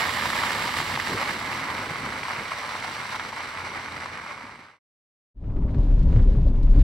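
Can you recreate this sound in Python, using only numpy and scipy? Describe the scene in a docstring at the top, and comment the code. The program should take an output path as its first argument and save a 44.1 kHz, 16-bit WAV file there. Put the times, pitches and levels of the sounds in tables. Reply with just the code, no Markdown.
"""Pickup on wet gravel

A pickup drives away: its tyres crunch grit, fling spray, pop stones and thump through holes
over a faint exhaust drone. That fades to silence, and the ride fades in from inside the cab:
the body booms, the road rumbles through the suspension, gravel hisses under the floor, trim rattles."""
import sys
import numpy as np
from scipy import signal
from scipy.fft import rfft, irfft, next_fast_len
from scipy.io import wavfile
from scipy.ndimage import map_coordinates

SR = 44100
rng = np.random.default_rng(int(sys.argv[2]) if len(sys.argv) > 2 else 0)


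def master(y):
    """Save y as 16-bit WAV."""
    cut = np.clip(np.atleast_2d(y).T, -1, 1)
    pcm = np.round(cut * 32767)  # scale
    wavfile.write(sys.argv[1], SR, pcm.astype(np.int16))


N = 301198
T = np.arange(N) / SR
SIDES = np.array([[.5], [-.5]])  # splits a left-right difference


def amp(db):
    """Decibels to gain."""
    return 10 ** (np.asarray(db) / 20)


def unit(x):
    """Scale to rms 1."""
    return x / np.sqrt(np.mean(x ** 2) + 1e-20)


def along(points, hz):
    """(f/Hz, value) points read on a log axis."""
    freqs, values = np.transpose(points)
    return np.interp(np.log(hz + 1), np.log(freqs), values)


def curves(rows):
    """One value per sample for each column after the time."""
    times, *columns = np.transpose(rows)
    return [np.interp(T, times, column) for column in columns]


def wobble(rate_hz):
    """Smooth random curve, rate_hz knots a second."""
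    return map_coordinates(rng.standard_normal(int(N * rate_hz / SR) + 4), [T * rate_hz])


def swell(at_s, half_s):
    """Gaussian rise and fall."""
    return np.exp(-.5 * ((T - at_s) / half_s) ** 2)


def bursts(rows, attack_s, decay_s):
    """Envelope of brief flurries: quick rise, exponential decay."""
    return sum(amp(db) * np.clip((T - s) / attack_s, 0, 1) * np.exp(-np.abs(T - s - attack_s) / decay_s)
               for s, db, *_ in rows)


def filtered(x, response):
    """Apply a frequency response."""
    size = next_fast_len(N + SR // 2)
    return irfft(rfft(x, size) * response(np.fft.rfftfreq(size, 1 / SR)), size)[..., :N]


def coloured(x, spectrum):
    """Minimum-phase filter with 36 dB/octave skirts; output at rms 1."""
    size = 2 * next_fast_len(N)
    hz = np.fft.rfftfreq(size, 1 / SR) + 1
    octaves_out = np.abs(np.log2(hz / np.clip(hz, spectrum[0][0], spectrum[-1][0])))
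    db = np.maximum(along(spectrum, hz) - 36 * octaves_out, -120)
    cepstrum = irfft(np.log(amp(db)))
    cepstrum[1:size // 2] *= 2
    cepstrum[size // 2 + 1:] = 0
    return unit(irfft(rfft(x, size) * np.exp(rfft(cepstrum)))[..., :N])


def spread(pair, coherence):
    """Two unrelated signals, as mid and side, to left and right of given coherence."""
    def weights(hz):
        angle = np.arccos(np.clip(along(coherence, hz), -1, 1)) / 2
        return np.array([np.cos(angle), np.sin(angle)])
    mid, side = filtered(pair, weights)
    return np.array([mid + side, mid - side])


def tone(hz):
    """Sine of varying frequency, rms 1."""
    return unit(np.sin(2 * np.pi * np.cumsum(hz) / SR))


def ring(hz, cycles, t):
    """Resonance, 60 dB down after the given cycles."""
    return np.sin(2 * np.pi * hz * t) * np.exp(-np.log(1000) * hz * t / cycles)


def add(track, at_s, sound):
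    """Mix a sound into a track."""
    part = track[..., round(at_s * SR):][..., :sound.shape[-1]]
    part += sound[..., :part.shape[-1]]


def grit(rate_hz, scatter_db, wash_db):
    """Two streams of tiny impacts of scattered size on a wash of noise."""
    hits = rng.random((2, N)) < rate_hz / SR
    sizes = amp(scatter_db * np.minimum(rng.standard_normal((2, N)), 2))
    signs = rng.choice([-1, 1], (2, N))
    return unit(unit(hits * sizes * signs) + amp(wash_db) * rng.standard_normal((2, N)))


def clumps(rate_hz, decay_s, share):
    """Clods give way and crumble: overlapping decays as a gain of rms 1."""
    t = np.arange(SR // 10) / SR
    starts = (rng.random(N) < rate_hz / SR) * rng.uniform(0.4, 1, N)
    power = np.abs(signal.fftconvolve(starts, np.exp(-t / decay_s))[:N])
    return np.sqrt(1 - share + share * power / power.mean())


def suspension(rows, cycles):
    """Each bump rings a low body mode; rubber mounts soften the blow."""
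    thumps, t = np.zeros(N), np.arange(SR // 3) / SR
    for s, db, hz in rows:
        onset = 1 - np.exp(-(hz * t) ** 2)
        add(thumps, s, amp(db) * ring(hz, cycles, t) * onset)
    return thumps


START_M, SPEED_M_PER_S = 10.17, 5.04
TRAVEL_M = SPEED_M_PER_S * T
DISTANCE_DOUBLINGS = np.log2(1 + TRAVEL_M / START_M)

# firing note: t/s, f/Hz, level/dB
FIRING_NOTE = [(0, 86, -49.5), (1, 86, -57), (1.9, 104, -61), (2.7, 92, -61), (3.5, 88, -57.5),
               (4.0, 88, -53.5), (4.4, 89.2, -63)]


def exhaust():
    """Faint, unsteady tailpipe drone."""
    firing_hz, db = curves(FIRING_NOTE)
    return amp(db + 1.8 * wobble(6.7)) * tone(firing_hz + 1.54 * wobble(15))


# flurries of trim and of grit: t/s, level/dB
TRIM_BURSTS = [(5.436, -46), (5.496, -44), (5.561, -45.5), (5.62, -48), (5.676, -50), (5.738, -48.5),
               (5.903, -52), (6.007, -53), (6.123, -50), (6.158, -48), (6.186, -45), (6.228, -52),
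               (6.346, -51), (6.668, -53), (6.742, -52)]
SPATTER_BURSTS = [(5.743, -57), (5.78, -59), (5.986, -55), (6.027, -57), (6.221, -54), (6.29, -57),
                  (6.475, -56), (6.627, -55), (6.707, -56), (6.79, -51)]
# their spectra: f/Hz, level/dB
TRIM_SPECTRUM = [(1000, 1), (1300, 3), (1700, -1), (2250, -3), (2900, -9.5), (3700, -17.5), (5500, -27)]
SPATTER_SPECTRUM = [(2000, -1), (4000, 4.5), (7000, -6.5), (12000, -17)]


def rattles():
    """Loose trim chatters; flung grit spatters brightly against the body."""
    chatter = coloured(grit(rate_hz=810, scatter_db=8.5, wash_db=-2), TRIM_SPECTRUM)
    spatter = coloured(grit(rate_hz=1500, scatter_db=5, wash_db=-5.5), SPATTER_SPECTRUM)
    return (chatter * bursts(TRIM_BURSTS, attack_s=.005, decay_s=.014)
            + spatter * bursts(SPATTER_BURSTS, attack_s=.004, decay_s=.01))


# body heaves: t/s, level/dB
BODY_HEAVES = [(5.39, -20), (5.52, -27.5), (5.79, -21.5), (5.91, -19.5), (5.951, -14.5), (6.08, -20),
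               (6.21, -16.5), (6.28, -14.5), (6.42, -18.5), (6.53, -18), (6.61, -18.5), (6.71, -12),
               (6.81, -10.5)]


def boom(mode_hz=33.1, drift_hz=4.23):
    """Each heave swells the cab's lowest air resonance."""
    power = sum((amp(db) * swell(s, half_s=0.047)) ** 2 for s, db in BODY_HEAVES)
    return np.sqrt(power) * tone(mode_hz + drift_hz * wobble(11))


# rough stretches: t/s, half-length/s, shake/dB, grit/dB
ROUGH_STRETCHES = [(5.397, .025, 0, 2), (5.456, 0.027, 4, 2), (5.597, 0.057, 3.5, -3.5),
                   (5.76, 0.024, 0, -1.5), (5.932, 0.03, -0.5, 1), (6.153, 0.044, 2.5, 4),
                   (6.3, 0.03, 1, 4), (6.426, 0.066, 0, -1), (6.668, 0.096, -2, 0.5), (6.77, 0.022, 3.5, 4),
                   (6.822, 0.024, 0, 10)]
# spectra in the cab: f/Hz, level/dB
RUMBLE_SPECTRUM = [(18, -2), (32, -9.5), (45, -4.5), (57, 0), (72, -9.5), (86, -12.5), (100, -8.5),
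                   (128, -13), (175, -16), (210, -23.5)]
ROAR_SPECTRUM = [(170, -15.5), (220, -4), (285, 0), (345, -13.5), (395, -6), (460, -16), (560, -13),
                 (720, -21), (1000, -23), (1250, -32)]
GRAVEL_SPECTRUM = [(1000, -14.5), (1400, -3.5), (2050, -6.5), (2700, -8.5), (4000, -12), (5200, -16.5),
                   (7000, -21.5), (10000, -30), (15000, -38)]


def road_noise():
    """The road shakes the cab's air; gravel hisses faintly through the floor."""
    shake_db, grit_db = sum(np.outer(dbs, swell(s, half_s)) for s, half_s, *dbs in ROUGH_STRETCHES)
    rumble = amp(-20.5 + shake_db) * coloured(rng.standard_normal((2, N)), RUMBLE_SPECTRUM)
    roar_gain = amp(-36.5 + 1.3 * shake_db + wobble(30))
    roar = coloured(grit(rate_hz=550, scatter_db=2, wash_db=2.5), ROAR_SPECTRUM)
    gravel_gain = amp(-58.5 + grit_db) * clumps(rate_hz=110, decay_s=0.013, share=0.62)
    gravel = coloured(grit(rate_hz=540, scatter_db=1.5, wash_db=6.5), GRAVEL_SPECTRUM)
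    return rumble + roar_gain * roar + gravel_gain * gravel


# bumps through the suspension: t/s, level/dB, f/Hz
CAB_BUMPS = [(5.47, -18, 90), (5.598, -17, 110), (5.62, -16, 62), (5.744, -21, 225), (5.775, -18, 105),
             (5.847, -24, 255), (6.028, -12, 155), (6.035, -13, 64), (6.11, -9, 70), (6.152, -8.5, 108),
             (6.156, -20, 280), (6.16, -26, 480), (6.29, -27, 520), (6.362, -11.5, 130), (6.39, -13.5, 62),
             (6.466, -26, 570), (6.496, -23, 230), (6.61, -15, 57), (6.744, -7.5, 64), (6.777, -26, 290)]
# left-right likeness: f/Hz, coherence
CAB_COHERENCE = [(60, 1.0), (130, 1), (290, 0.97), (640, 0.94), (1410, 0.8), (3100, 0.6), (6820, 0.13),
                 (15000, 0.15)]


def cab():
    """The ride from inside, slightly louder on the left."""
    diffuse = spread(road_noise() + rattles(), CAB_COHERENCE)
    return (diffuse + boom() + suspension(CAB_BUMPS, cycles=21.6)) * amp(1.3 * SIDES)


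# wheel drops: t/s, level/dB, f/Hz
POTHOLES = [(1.094, -21, 310), (1.116, -20, 170), (1.133, -22, 105), (1.47, -28, 290), (1.9, -26, 170),
            (2.378, -28, 140), (2.403, -26.5, 200), (3.245, -31, 260), (3.77, -34, 330), (3.985, -32, 230),
            (4.435, -29, 250), (4.59, -30, 280)]
# knock and rolling spectra: f/Hz, level/dB
AXLE_SPECTRUM = [(35, -7), (150, -7), (280, 0), (480, -1), (620, -11)]
ROLL_SPECTRUM = [(30, -31.5), (50, -7), (68, -6.5), (100, -1), (165, -2.5), (188, -6.5), (220, -1),
                 (290, -4), (360, -6.5), (520, -7.5), (750, -18)]


def chassis():
    """Rolling rumble, less on smoother ground; in holes the body thumps and the axle knocks."""
    smooth_ground = np.clip((T - 2.15) / 0.3, 0, 1)
    roll_db = -39 - 2 * DISTANCE_DOUBLINGS - 5.5 * smooth_ground + 1.4 * wobble(25)
    knock_gain = amp(-15.5) * bursts(POTHOLES, attack_s=.008, decay_s=.028)
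    knocks = knock_gain * coloured(rng.standard_normal(N), AXLE_SPECTRUM)
    roll = amp(roll_db) * coloured(rng.standard_normal(N), ROLL_SPECTRUM)
    return roll + suspension(POTHOLES, cycles=13) + knocks


# stone pops: t/s, relative level/dB, f/Hz
STONE_POPS = [(0.226, -17, 1130), (0.256, -14, 1000), (0.304, -17, 1140), (0.435, -10, 1230),
              (0.506, -15, 1680), (0.551, -17, 1060), (0.624, -17, 2300), (0.692, -18, 1530),
              (0.9, -18, 900), (0.954, -17, 3700), (0.961, -14.5, 2100), (0.975, -14, 888),
              (1.0, -12, 2200), (1.228, -15, 1030), (1.294, -16, 1630), (1.596, -19, 1140),
              (1.702, -15, 1170), (1.958, -19, 1270), (2.233, -17, 2120), (2.283, -19, 1020),
              (2.364, -20, 2340), (2.52, -21, 1100), (2.691, -19, 1060), (2.848, -21, 800),
              (3.197, -16, 1540), (3.25, -22, 1280), (3.329, -23, 1020), (3.405, -22, 899),
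              (3.574, -22, 2160), (3.815, -24, 1750), (4.059, -18.5, 1210), (4.133, -24, 2250),
              (4.174, -24, 2100), (4.264, -25, 1100), (4.377, -24, 1100)]


def stones(gain_db=4.5, cycles=7, debris_t60_s=.032, low_hz=680, high_hz=5000):
    """Stones snap from under the tread, ring, rebound and trail a wide patter of debris."""
    pops, t = np.zeros((2, N)), np.arange(SR // 8) / SR
    mid = pops[0]
    for s, db, hz in STONE_POPS:
        debris = amp(db - 15 - 60 * t / debris_t60_s) * rng.standard_normal((2, len(t)))
        add(pops, s, debris)
        add(mid, s, amp(db) * ring(hz, cycles, t))
        rebound_s = s + rng.uniform(0.0016, 0.003)
        add(mid, rebound_s, amp(db - 9) * ring(hz * rng.uniform(1, 2.8), cycles, t))
    pops *= amp(gain_db)
    return filtered(pops, lambda hz: 1 / (1 + (hz / high_hz) ** 4) / (1 + (low_hz / (hz + 1)) ** 6))


# water on the road: t/s, level/dB
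ROAD_WETNESS = [(0, -2.1), (.9, 1.3), (1.6, -1.5), (2.2, -0.75), (2.9, 1.7), (3.7, -0.5), (4.5, -2)]
# droplet spectrum: f/Hz, level/dB
SPRAY_SPECTRUM = [(2200, -15.5), (2800, 6), (3350, -0.5), (3950, 3), (4900, 0), (5300, -5), (5800, 0.5),
                  (6400, -12.5), (7300, -9.5), (8400, -6), (10500, -16), (12500, -16), (15800, -22.5)]


def spray(ground_db, mist_hz=10000, mist_loss_db_per_m=0.38):
    """Droplets flung by the tread; the finest mist is lost first with distance."""
    drops = coloured(grit(rate_hz=1300, scatter_db=4.5, wash_db=2.5), SPRAY_SPECTRUM)
    mist = filtered(drops, lambda hz: 1 / (1 + (mist_hz / (hz + 1)) ** 8))
    mist_gain = amp(2 - mist_loss_db_per_m * TRAVEL_M)
    level_db = -32.5 - 8 * DISTANCE_DOUBLINGS + curves(ROAD_WETNESS)[0] + .55 * ground_db
    return (drops + (mist_gain - 1) * mist) * amp(level_db)


# loose (+) and bare (-) ground: t/s, half-length/s, level/dB
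GROUND_PATCHES = [(0, 0.019, 3.5), (0.126, 0.011, -4), (0.255, 0.0071, 3), (0.304, 0.012, -2.5),
                  (0.377, 0.023, 2), (0.44, 0.016, 3), (.51, 0.024, 1.5), (0.644, 0.032, -1.5),
                  (0.8, 0.015, 2.5), (0.849, 0.02, -3), (0.98, 0.012, -3), (1.027, 0.01, -3),
                  (1.222, 0.013, 4.5), (1.295, 0.015, 3.5), (1.38, 0.0083, -4), (1.558, 0.13, 1.5),
                  (1.884, .008, -5), (2.055, 0.01, 4.5), (2.303, 0.029, 3), (2.528, 0.016, 2),
                  (2.556, 0.007, -3.5), (2.843, 0.0072, 5), (3.165, 0.023, 4), (3.182, 0.0092, -11),
                  (3.316, 0.005, -6.5), (3.765, 0.012, 5), (4.2, 0.23, -1.5), (4.314, 0.016, 4.5)]
# crushed grit spectrum, close-range colour: f/Hz, level/dB
CRUNCH_SPECTRUM = [(400, -17.5), (560, -7.5), (720, -7), (900, -0.5), (1150, 0), (1450, -1.5), (1830, -3),
                   (2180, .5), (2650, -12), (3300, -22)]
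NEAR_EQ = [(900, -0.5), (1270, 0), (1400, -5), (1750, 3), (2200, -2.5), (3350, 3), (4300, 0.5), (5300, 2.5),
           (5850, -3), (7000, 5.5), (8400, -1.5), (12000, 2.5)]


def tyres(near_s=1.4):
    """Tread crushes wet grit in clumps that also throw spray; the colour shifts as the truck leaves."""
    ground_db = sum(db * swell(s, half_s) for s, half_s, db in GROUND_PATCHES)
    crumble = clumps(rate_hz=150, decay_s=0.0072, share=0.38)
    grains = grit(rate_hz=900, scatter_db=3.2, wash_db=-4)
    crunch = coloured(grains, CRUNCH_SPECTRUM) * amp(-26 - 6 * DISTANCE_DOUBLINGS + ground_db)
    tread = (crunch + spray(ground_db)) * crumble
    near = np.exp(-(T / near_s) ** 2)
    return (1 - near) * tread + near * filtered(tread, lambda hz: amp(along(NEAR_EQ, hz)))


# left-right balance: f/Hz, left minus right/dB
ROADSIDE_BALANCE = [(480, -4.5), (700, -0.5), (900, 2), (1350, 1.5), (1600, -4.5), (1850, -10.5),
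                    (2550, -4.5), (3000, 0.5), (4300, -1.5), (5750, 6.5), (7000, -4), (8300, -1.5),
                    (10300, -8), (13500, 1)]
# left-right phase: f/Hz, left lead/rad
ROADSIDE_PHASE = [(850, 0), (1200, .45), (1450, 1.15), (1800, .8), (2000, 0), (2400, -.1), (2650, -1.5),
                  (3500, -.1), (7000, -.3), (15000, -.7)]


def stereo_response(hz):
    """Left and right response outdoors, at constant summed power."""
    gains = amp(SIDES * along(ROADSIDE_BALANCE, hz))
    gains /= np.sqrt(np.mean(gains ** 2, axis=0))
    return gains * np.exp(1j * SIDES * along(ROADSIDE_PHASE, hz))


# left-right likeness: f/Hz, coherence
ROADSIDE_COHERENCE = [(250, 1), (900, .97), (1250, .88), (1450, .72), (2200, .78), (2650, .5), (3900, .72),
                      (5700, .68), (6300, .25), (8200, .46), (12000, .25)]


def roadside():
    """The tyres move from the right toward the middle; long waves reach both sides alike."""
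    wheels = filtered(spread(tyres() + stones(), ROADSIDE_COHERENCE), stereo_response)
    pan_db = -2.2 * np.exp(-T / .7) + 0.15 * T
    return wheels * amp(SIDES * pan_db) + chassis() + exhaust()


def scene():
    """Roadside, silence, then the cab."""
    fade_out = np.interp(T, (4.2, 4.791), [1, 0]) ** 0.9
    fade_in = np.interp(T, (5.345, 5.78), [0, 1]) ** 1.03
    return roadside() * fade_out + cab() * fade_in


def record(dry):
    """Short closing fade and band limit."""
    fade_s, top_hz = .008, 15800
    fade = np.sin(np.pi / 2 * np.clip((T[-1] - T) / fade_s, 0, 1)) ** 2
    return filtered(dry * fade, lambda hz: hz < top_hz)


dry = scene()
out = record(dry)
master(out)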